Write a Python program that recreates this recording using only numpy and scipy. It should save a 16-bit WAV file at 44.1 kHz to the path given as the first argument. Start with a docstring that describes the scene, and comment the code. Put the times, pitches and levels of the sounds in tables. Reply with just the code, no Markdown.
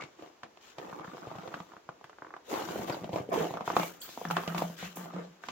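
"""Footsteps from snow to frozen grit

Someone walks slowly from packed snow onto gritty, frozen ground in a wooden gateway.
Fracture: each tread presses the snow, which gives way in short dull pulses over a crunch of tiny breaks.
Friction: grit hisses as the shoes slide, made of dense trains of coloured grains.
Resonance and reflection: a wavering low tone rings hollow after some steps, and decaying noise taps
form the short echo of the walls. Steady coloured noise is the still winter air."""
import sys
import numpy as np
from scipy import signal
from scipy.fft import rfft, irfft
from scipy.io import wavfile
from scipy.ndimage import uniform_filter1d

SR = 44100
rng = np.random.default_rng(int(sys.argv[2]) if len(sys.argv) > 2 else 0)


def file_out(sig):
    """Save sig as 16-bit WAV at sys.argv[1]."""
    # one column per channel
    cols = np.atleast_2d(sig).T
    # limit, then scale
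    lim = np.clip(cols, -1, 1)
    pcm = np.round(lim * 32767).astype(np.int16)
    wavfile.write(sys.argv[1], SR, pcm)


N = 242991
TIME = np.arange(N) / SR  # s


def amp(db):
    """Level law: decibels to an amplitude ratio."""
    return 10 ** (np.asarray(db) / 20)


def unit(x):
    """Normalisation to an rms of 1."""
    return x / np.sqrt(np.mean(x ** 2) + 1e-20)


def read(points, hz):
    """Interpolation of a spectrum along a logarithmic frequency axis."""
    f, value = np.transpose(points)
    return np.interp(np.log(hz + 1), np.log(f), value)


def add(mix, s, sound):
    """Superposition: adds a sound to the mix from time s."""
    part = mix[:, max(round(s * SR), 0):][:, :sound.shape[1]]
    part += sound[:, :part.shape[1]]


# correlation between the two channels: (f/Hz, coefficient)
CORRELATION = [(30, 0), (80, 0.75), (170, 0.84), (350, 0.8), (700, 0), (1300, 0.13), (2500, 0.38),
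               (4500, -.2), (8000, -.15), (15000, 0.01)]


def colour(x, spectrum):
    """Spectral shaping and partial coherence: filters two unrelated signals into a stereo pair of rms 1."""
    a, b = rfft(x)
    hz = np.fft.rfftfreq(x.shape[1], 1 / SR)
    same = np.clip(read(CORRELATION, hz), -1, 1)
    mid = np.sqrt(1 + same) * a
    side = np.sqrt(1 - same) * b
    pair = np.array([mid + side, mid - side])
    return unit(irfft(pair * amp(read(spectrum, hz)), x.shape[1]))


def wander(per_s):
    """Slow random fluctuation: low-passed noise of rms 1, with its corner at per_s Hz."""
    slow = rng.standard_normal(4096)
    hz = np.fft.rfftfreq(len(slow), TIME[-1] / len(slow))
    slow = unit(irfft(rfft(slow) / (1 + (hz / per_s) ** 4)))
    return np.interp(TIME, np.linspace(0, TIME[-1], len(slow)), slow)


def grains(per_s, spread_db):
    """Shot noise: two trains of tiny fractures at the same moments, mostly small, a few large."""
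    size = amp(spread_db * np.minimum(rng.exponential(1, N), 3.5)) * (rng.random(N) < per_s / SR)
    angle = rng.uniform(0, 2 * np.pi, N)
    return size * np.array([np.cos(angle), np.sin(angle)])


def wavelet(t, hz, cycles):
    """Impulsive radiation: a short pressure pulse under a Gaussian envelope."""
    return np.exp(-np.minimum((t * hz / cycles) ** 2, 20)) * np.cos(2 * np.pi * hz * t)


def dying(t, t60):
    """Exponential decay: starts at t = 0 and falls 60 dB in t60."""
    return (t >= 0) * amp(-60 * np.maximum(t, 0) / t60)


def patchy(x, depth_db, width_hz, length_s, apart):
    """Shifting contact: random time-frequency patches favour a few pitches, partly apart per channel."""
    hz, t, z = signal.stft(x, SR, nperseg=512)
    field = rng.standard_normal((3,) + z.shape[1:])
    for axis, size in ((1, width_hz / hz[1]), (2, length_s / t[1])):
        field = uniform_filter1d(field, max(round(size), 1), axis)
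    gain = amp(depth_db * unit(apart * field[:2] + field[2]))
    return unit(signal.istft(z * gain, SR, nperseg=512)[1][:, :N])


def moves(rows, rise_s, trickle_db=-25, trickle_t60=3.7):
    """Build-up and decay: gain of foot moves (start s, length s, dB, t60 s), added in power."""
    power = np.zeros(N)
    for s, length, db, t60 in rows:
        t = TIME[max(int(s * SR), 0):][:2 * SR] - s
        after = np.maximum(t - length, 0)
        # disturbed snow trickles on, far quieter
        release = np.maximum(dying(after, t60), amp(trickle_db) * dying(after, trickle_t60))
        add(power[None], s, (amp(db) * np.clip(t / rise_s, 0, 1) * release)[None] ** 2)
    return np.sqrt(power + 1e-10)


# spectrum of the air: (f/Hz, relative level/dB)
AIR_SPECTRUM = [(20, -21), (60, 7), (130, -5), (350, 10.5), (1000, 5), (2000, -1), (4000, -6), (7000, -7.5),
                (8500, -23.5), (15000, -20)]


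def still_air(air_db=-62):
    """Stationary noise: coloured noise of constant level for the still winter air."""
    return amp(air_db) * colour(rng.standard_normal((2, N)), AIR_SPECTRUM)


# decay of the gateway's echo: (f/Hz, t60/s)
WALL_DECAY = [(150, 0.58), (500, 0.27), (1500, 0.19), (5000, 0.12), (15000, 0.037)]


def gateway(x, far_db=-20, near_db=-15):
    """Reverberation: a short echo from the wooden walls that grows as the walker nears them."""
    taps = rng.standard_normal((2, SR // 2)) * (rng.random((2, SR // 2)) < .05)
    taps = colour(taps, [(80, -16.0), (500, 1.5), (3000, -2.5), (15000, -20)])
    hz, t, z = signal.stft(taps, SR, nperseg=256)
    decay = amp(-60 * t / read(WALL_DECAY, hz)[:, None]) * np.clip(t / 0.0018, 0, 1)
    tail = signal.istft(z * decay, SR, nperseg=256)[1]
    wet = amp(np.interp(TIME, [0, TIME[-1]], [far_db, near_db]))
    return wet * signal.fftconvolve(x, tail / np.linalg.norm(tail[0]), axes=1)[:, :N]


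# footfalls that set off the hollow ring: (t/s, level before the swell/dB)
RINGS = [(3.39, -34.5), (3.69, -47), (3.767, -34.5), (4.25, -34), (4.306, -30.5), (4.475, -31.5),
         (4.535, -32), (4.617, -30.5), (4.82, -38.5), (4.963, -37.5), (5.02, -40.5), (5.133, -32),
         (5.24, -45)]


def hollow(ring_hz=173, width_hz=13.8, ring_t60=0.35, swell_s=0.018):
    """Resonance: one low tone swells after each footfall and wavers in pitch as it dies."""
    turns = np.cumsum(ring_hz + width_hz / 2 * wander(per_s=21.3)) / SR
    t = np.arange(SR // 2) / SR
    power = np.zeros((1, N))
    for s, db in RINGS:
        swell = 1 - np.exp(-(t / swell_s) ** 2)
        add(power, s, (amp(db) * dying(t[None], ring_t60) * swell) ** 2)
    return np.sqrt(power) * unit(np.sin(2 * np.pi * turns))


# the shoe brushes over snow or dry ground: (peak t/s, level/dB, f/Hz, half length to 1/e /s)
BRUSH_STROKES = [(2.522, -40.5, 398, 0.034), (3.303, -46, 408, 0.01), (4.113, -52.5, 3330, 0.05),
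                 (4.382, -47, 1500, 0.046), (4.81, -56, 2900, .03), (4.844, -49, 1830, 0.039),
                 (5.192, -53.5, 1130, 0.038), (5.51, -59, 3180, 0.012)]


def brushes():
    """Rubbing friction: Gaussian swells of band noise, each around its own pitch."""
    out = np.zeros((2, N))
    t = np.arange(-4096, 4096) / SR
    for s, db, hz, half_s in BRUSH_STROKES:
        band = [(hz / 4, -40), (hz * 1.0, -9), (hz, 0), (hz * 1.9, -9), (hz * 4, -35)]
        rub = colour(rng.standard_normal((2, len(t))), band)
        add(out, s + t[0], amp(db) * rub * np.exp(-(t / half_s) ** 2))
    return out


# spectrum of fine grit: (f/Hz, relative level/dB)
GRIT_SPECTRUM = [(3000, -41), (6500, -5.5), (8500, -11.5), (10500, -12.5), (12500, -6), (15500, -6),
                 (16500, -12)]
# a shoe flicks loose grit: (t/s, level/dB, t60/s)
GRIT_FLICKS = [(0.223, -69, 0.088), (2.043, -68, 0.07), (3.328, -51, 0.48), (4.015, -45, 0.23),
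               (4.582, -43, 0.084), (4.958, -45, 0.29)]
# a grain squeaks under the sole: (t/s, level before the onset ramp/dB, f/Hz, t60/s)
GRAIN_SQUEAKS = [(0.006, -43.5, 2210, 0.18), (2.923, -43.5, 4700, 0.11), (2.937, -46, 3940, 0.084),
                 (4.003, -50, 7450, 0.24), (4.015, -47, 4480, 0.24), (4.015, -47, 3340, 0.12),
                 (4.031, -43, 15300, 0.21), (4.284, -45, 5620, .05), (3.815, -39, 2240, 0.2)]


def loose_grit(squeak_width=0.077):
    """Impact and stick-slip: sudden sprays of fine grit, and brief fuzzy squeaks as narrow noise bands."""
    spray = colour(grains(per_s=6800, spread_db=0.5), GRIT_SPECTRUM)
    out = spray * sum(amp(db) * dying(TIME - s, t60) for s, db, t60 in GRIT_FLICKS)
    t = np.arange(8192) / SR
    for s, db, hz, t60 in GRAIN_SQUEAKS:
        low, high = hz * (1 - 2 * squeak_width), hz * (1 + 2 * squeak_width)
        band = [(hz / 2, -60), (low, -22), (hz, 0), (high, -22), (hz * 2, -60)]
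        squeak = colour(rng.standard_normal((2, len(t))), band)
        add(out, s, amp(db) * squeak * dying(t, t60) * np.minimum(t / 0.0026, 1))
    return out


# spectrum of the scuff: (f/Hz, relative level/dB)
SCUFF_SPECTRUM = [(700, -2), (1500, 4), (2200, -1), (3100, 1.5), (4600, -4), (6900, -3), (8200, -15.5),
                  (11000, -58), (16000, -58)]
# a sole slides: (start t/s, length/s, scuff level before trim/dB, fine grit level before trim/dB, t60/s)
SOLE_SLIDES = [(-.02, 0.039, -57.5, -76, 0.9), (0.169, 0.09, -59.5, -73, 0.42),
               (0.6, 0.1, -54.5, -68, 0.36), (0.765, 0.2, -58, -66.5, 0.35),
               (1.027, 0.58, -57.5, -68.5, 0.74), (1.602, 0.087, -74, -77, 0.44),
               (2.03, 0.047, -70, -87, 0.47), (2.438, 0.05, -55, -65, .3), (2.483, 0.12, -41, -48.5, 0.75),
               (2.672, 0.17, -46, -51, 0.088), (2.853, 0.039, -45, -51, 0.65),
               (3.106, 0.07, -50, -57.5, 0.35), (3.313, 0.11, -42, -50, 0.63),
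               (3.639, 0.059, -44, -53.5, 0.9), (3.746, .12, -43.5, -44, 0.32),
               (4.009, 0.23, -51.5, -53.5, 0.72), (4.292, 0.02, -45, -43, 0.21),
               (4.327, 0.26, -50, -52.5, 0.15), (4.559, 0.019, -43, -45.5, 0.76),
               (4.759, 0.1, -45, -52.5, 0.42), (4.94, 0.11, -52, -56.5, 0.22),
               (5.095, 0.14, -56.5, -78, 0.56), (5.409, 0.2, -52.5, -66, 0.68)]


def scuff(rise_s=0.029, scuff_db=-3.0, grit_db=-3.0, catch_db=1.1, left_db=2.0):
    """Sliding friction: sand and ice grains rasp under the sole, which catches and lets go."""
    slide = moves([(s, length, db, t60) for s, length, db, _, t60 in SOLE_SLIDES], rise_s)
    grit = moves([(s, length, db, t60) for s, length, _, db, t60 in SOLE_SLIDES], rise_s)
    catch = unit(amp(catch_db * wander(per_s=94)))
    rasp = colour(grains(per_s=7000, spread_db=3), SCUFF_SPECTRUM)
    rasp = patchy(rasp, depth_db=3, width_hz=350, length_s=.04, apart=0.97)
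    fine = colour(grains(per_s=7000, spread_db=2), GRIT_SPECTRUM)
    # the rasp leans to the left
    rasp *= amp(scuff_db + np.array([[left_db], [-left_db]])) * slide
    return catch * (rasp + fine * amp(grit_db) * grit)


# how thick the snow lies under the sole: (t/s, 0 thin crust - 1 packed layer)
SNOW_DEPTH = [(0, 0.67), (.3, 0.97), (.8, 0.81), (2.3, 0.43), (2.5, 0.92), (3.35, 0.9), (3.75, 0.64),
              (4.6, 0.39), (5.2, 0.82), (5.5, .12)]


def snow_depth(s):
    """Layer thickness: the snow underfoot at time s, interpolated between 0 and 1."""
    return np.clip(np.interp(s, *np.transpose(SNOW_DEPTH)), 0, 1)


# a sole bears down: (start t/s, length/s, crunch level before trim/dB, weight level before trim/dB)
SOLE_TREADS = [(-.02, 0.046, -48, -62), (0.181, .07, -51, -70), (0.425, 0.012, -52.5, -57),
               (0.764, .42, -47.5, -61.5), (1.21, .36, -47.5, -57.5), (1.653, .09, -61, -86),
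               (1.876, 0.015, -58.5, -62.5), (2.208, 0.18, -57.5, -84), (2.505, 0.097, -35.5, -77),
               (2.623, .12, -41.5, -54.5), (2.735, 0.088, -39.5, -42.5), (2.864, 0.069, -36, -50),
               (2.999, 0.07, -47.5, -47), (3.115, .07, -40.5, -47), (3.303, .12, -31.5, -42),
               (3.526, 0.098, -46, -54), (3.667, 0.085, -41.5, -56), (3.734, 0.053, -36.5, -46),
               (4.265, 0.023, -42.5, -46), (4.352, 0.036, -38, -52), (4.45, .15, -41, -56),
               (4.823, 0.027, -51.5, -72), (4.95, 0.14, -48, -54), (5.116, 0.088, -45, -50),
               (5.475, 0.059, -57, -43)]


def treads(rise_s=.02, t60=.24):
    """Loading and release: the gains of the sole's press on the snow and of the walker's weight."""
    press = moves([(s, length, db, t60) for s, length, db, _ in SOLE_TREADS], rise_s)
    load = moves([(s, length, db, t60) for s, length, _, db in SOLE_TREADS], rise_s)
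    return press, load


# the snow crust breaks: (t/s, pulse level/dB, f/Hz, icy snap level/dB, thud level before trim/dB)
CRUST_BREAKS = [(0.011, -46.5, 1600, -52, -57), (0.023, -33.5, 1346, -49.5, -53),
                (.038, -35, 830, -50, -41.5), (0.2244, -35, 570, -60, -56), (0.434, -28.5, 1260, -50, -41),
                (.5736, -42.5, 830, -60, -62), (0.7849, -28.5, 690, -47.5, -40),
                (0.8838, -35, 565, -73, -56), (0.9284, -28.5, 1030, -73, -36),
                (0.9971, -30.5, 945, -60, -39), (1.0462, -31, 1220, -61, -45),
                (1.0786, -34, 1310, -72, -34), (1.148, -34.5, 524, -80, -43.5),
                (1.2716, -29.5, 590, -60, -34.5), (1.3161, -28.5, 680, -68.5, -42),
                (1.3552, -32.5, 705, -61, -35), (1.386, -36, 670, -56, -35.5), (1.4766, -32, 850, -54, -40),
                (1.5421, -22, 1170, -48, -37), (1.6031, -29, 970, -55, -34), (1.72, -38, 1150, -67, -80),
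                (1.7366, -37.5, 1010, -65, -67), (1.7674, -34, 1220, -65, -58),
                (1.8911, -25.5, 1000, -59, -42), (2.0128, -39.5, 786, -69, -59),
                (2.043, -34, 1220, -56.5, -48), (2.0966, -37.5, 1080, -63, -72),
                (2.131, -41, 1310, -83, -74), (2.186, -36.5, 1140, -65, -70), (2.222, -28, 1170, -77, -52),
                (2.248, -33, 1170, -72, -70), (2.2686, -36, 1240, -76, -71),
                (2.3067, -36.5, 1170, -77, -72), (2.34, -29, 1310, -66, -74),
                (2.366, -32, 1000, -63, -55.5), (2.5402, -26, 620, -46, -63),
                (2.6211, -24.5, 800, -50, -44), (2.688, -24.5, 990, -51, -36), (2.7595, -22, 473, -68, -39),
                (2.7925, -26, 554, -75, -33), (2.8983, -22, 510, -42, -27.5), (2.97, -29, 545, -64, -43),
                (3.017, -35, 486, -64, -36), (3.044, -29, 616, -50.5, -35), (3.0933, -26.5, 605, -55, -32),
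                (3.132, -25.5, 576, -49.5, -25.5), (3.1603, -20, 514, -46, -30),
                (3.201, -28.5, 476, -66, -29), (3.291, -26.5, 443, -62, -43), (3.341, -21, 790, -45, -36),
                (3.5084, -26, 695, -59, -33), (3.54, -24.5, 760, -50.5, -37),
                (3.5725, -22.5, 944, -56, -50), (3.609, -22.5, 865, -52.5, -36),
                (3.6783, -16.5, 950, -47, -34), (3.7025, -16, 960, -51, -55), (3.767, -7, 910, -35.5, -33),
                (3.798, -20, 870, -38, -26), (3.833, -20, 825, -42.5, -37), (4.092, -38, 730, -55, -52),
                (4.176, -26, 770, -54, -37), (4.2156, -26, 686, -65, -47), (4.2527, -21, 1190, -49, -34),
                (4.303, -20.5, 1070, -50, -47), (4.311, -16, 1020, -40, -40),
                (4.3686, -12.5, 1130, -37, -30.5), (4.4364, -27.5, 1010, -54, -45),
                (4.478, -24, 545, -40.5, -24.5), (4.5481, -21.5, 810, -43, -29.5),
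                (4.581, -27, 1370, -38.5, -32), (4.622, -15.5, 645, -44.5, -27.5),
                (4.7004, -33.5, 626, -61, -37), (4.828, -30, 716, -52, -37.5),
                (4.9715, -30, 810, -52.5, -38.5), (5.4382, -29.5, 1410, -56, -56),
                (5.4871, -25, 1010, -41.5, -49)]


def settling(after_db=4, settle_s=0.0043):
    """Relaxation: a gain that is highest just after a listed break, then falls and holds until the next."""
    starts = np.array([0] + [row[0] for row in CRUST_BREAKS])
    since = TIME - starts[np.searchsorted(starts, TIME, side="right") - 1]
    return amp(after_db * (np.exp(-since / settle_s) - .5))


# spectra of thick snow, thin crust and the push of the weight: (f/Hz, relative level/dB)
THICK_SPECTRUM = [(120, -57), (200, -3.5), (330, 10), (430, 3.5), (700, 7.5), (1150, -1), (1500, -10.5),
                  (2300, -11.5), (4000, -50)]
CRUST_SPECTRUM = [(130, -11.5), (260, -3.5), (500, 0.5), (800, -12.5), (1200, 12), (1600, 0.5), (2300, -12),
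                  (4000, -48)]
WEIGHT_SPECTRUM = [(20, -37), (45, -38), (75, -11), (98, -13), (125, -23), (175, 4.5), (260, -2.5),
                   (500, -62)]


def crunch(press, load, crunch_db=1.5, weight_db=-3, light_per_s=850, crowding=0.58,
           clump_db=1.5, lump_db=3.0):
    """Superposed microfracture: small breaks, denser under harder press, over the push of the weight."""
    depth = snow_depth(TIME)
    per_s = light_per_s * (press / np.median(press)) ** crowding
    breaks = grains(per_s, spread_db=5) / np.sqrt(per_s)
    # thick snow is duller than thin crust
    snow = depth * colour(breaks, THICK_SPECTRUM) + (1 - depth) * colour(breaks, CRUST_SPECTRUM)
    snow = patchy(snow, depth_db=5.0, width_hz=170, length_s=0.033, apart=0.55)
    snow = snow * unit(amp(clump_db * wander(per_s=16)))
    # snow gives way under the load with a low rumble; thin crust does so less
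    push = colour(grains(per_s=1100, spread_db=3.0), WEIGHT_SPECTRUM)
    push = push * unit(amp(lump_db * wander(per_s=62))) * amp(5.4 * depth)
    return settling() * (amp(crunch_db) * press * snow + amp(weight_db) * load * push)


def small_cracks(press, over_db=9, limit_db=-30, spread_db=3, thin_hz=1250, packed_hz=550,
                 icy_db=-24, low_db=-17, count=150):
    """Yield under load: lesser breaks as strong as the press, up to what the crust bears, lower in thick snow."""
    rows = []
    for k, (jitter, size, pitch) in enumerate(rng.random((count, 3))):
        at = int((k + jitter) / count * N)  # uneven intervals
        db = min(20 * np.log10(press[at]) + over_db, limit_db) + spread_db * (2 * size - 1)
        hz = np.interp(snow_depth(TIME[at]), [0, 1], [thin_hz, packed_hz]) * 2 ** (pitch - .5)
        rows.append((TIME[at], db, hz, db + icy_db, db + low_db))
    return rows


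# spectrum of the icy snap: (f/Hz, relative level/dB)
SNAP_SPECTRUM = [(900, -23), (2000, 6), (3200, 4.5), (5000, -3), (7000, -7), (8500, -18), (15000, -40)]


def cracks(rows, cycles=0.54, warning=0.033, crumble_db=-13, crumble_t60=0.045, crumble_rise_s=0.00076,
           snap_t60=0.096, tick_db=3, tick_s=0.00069, thud_db=-1, thud_t60=0.061,
           snow_hz=155, ground_hz=230, bounce=0.37, pan_db=1.0):
    """Brittle fracture: a short pulse, its bounce off the ground, crumbling snow, an icy snap and a thud."""
    out = np.zeros((2, N))
    lead = 256 / SR  # s before the break
    sides = np.array([[1], [-1]])
    t = np.arange(4096) / SR - lead
    for s, db, hz, icy_db, low_db in rows:
        pan, lag, path, chance = rng.uniform(-1.1, 1, 4)
        crumbs, ice = rng.standard_normal((2, 2, len(t)))
        pulse = wavelet(t + sides * lag * 3e-5, hz, cycles) * amp(sides * pan * pan_db)
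        # the crust starts to split a moment before it breaks
        pulse += warning * wavelet(t + 0.00143 + 0.00031 * chance + sides * lag * 1e-4, hz * 0.67, cycles)
        pulse += bounce * wavelet(t - .0035 - 0.00091 * path + sides * lag * 0.00027, hz * 0.78, cycles)
        crumbs = colour(crumbs, [(hz * 0.15, -22), (hz * 0.13, -3), (hz * 1.4, 0),
                                 (hz * 1.57, -12), (hz * 4, -35), (hz * 12, -60)])
        crumble_rise = 1 - np.exp(-(t / crumble_rise_s) ** 2)
        crumble = amp(crumble_db) * crumbs * dying(t, crumble_t60) * crumble_rise
        # a hard tick as the ice parts, then a short sizzle of splinters
        tick = amp(tick_db) * np.exp(-np.minimum(abs(t - .0006) / tick_s, 20))
        snap = amp(icy_db) * colour(ice, SNAP_SPECTRUM) * (tick + dying(t + 0.0019, snap_t60))
        # bare ground is stiffer than snow, so it thuds higher; each thud strays in pitch
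        thud_hz = np.interp(s, [3.4, 4.2], [snow_hz, ground_hz]) * 2 ** (chance / np.pi)
        thud = amp(low_db + thud_db) * np.cos(2 * np.pi * thud_hz * t)
        thud = thud * dying(t, thud_t60) * np.clip(t * thud_hz * 2, 0, 1)
        add(out, s - lead, amp(db) * (pulse + crumble) + snap + thud)
    return out


def scene():
    """Superposition of the steps, their echo, the hollow ring and the still winter air."""
    press, load = treads()
    steps = cracks(list(CRUST_BREAKS) + small_cracks(press)) + crunch(press, load)
    steps = steps + scuff() + brushes() + loose_grit()
    return still_air() + gateway(steps) + hollow() + steps


def record(dry, low_cut_hz=64, edge_hz=16000):
    """Band limitation: a low cut against rumble and a steep upper edge."""
    thin = signal.sosfilt(signal.butter(2, low_cut_hz, "highpass", fs=SR, output="sos"), dry)
    edge = signal.firwin(511, edge_hz, window=("kaiser", 9), fs=SR)
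    return signal.oaconvolve(thin, edge[None], "same")


dry = scene()
out = record(dry)
file_out(out)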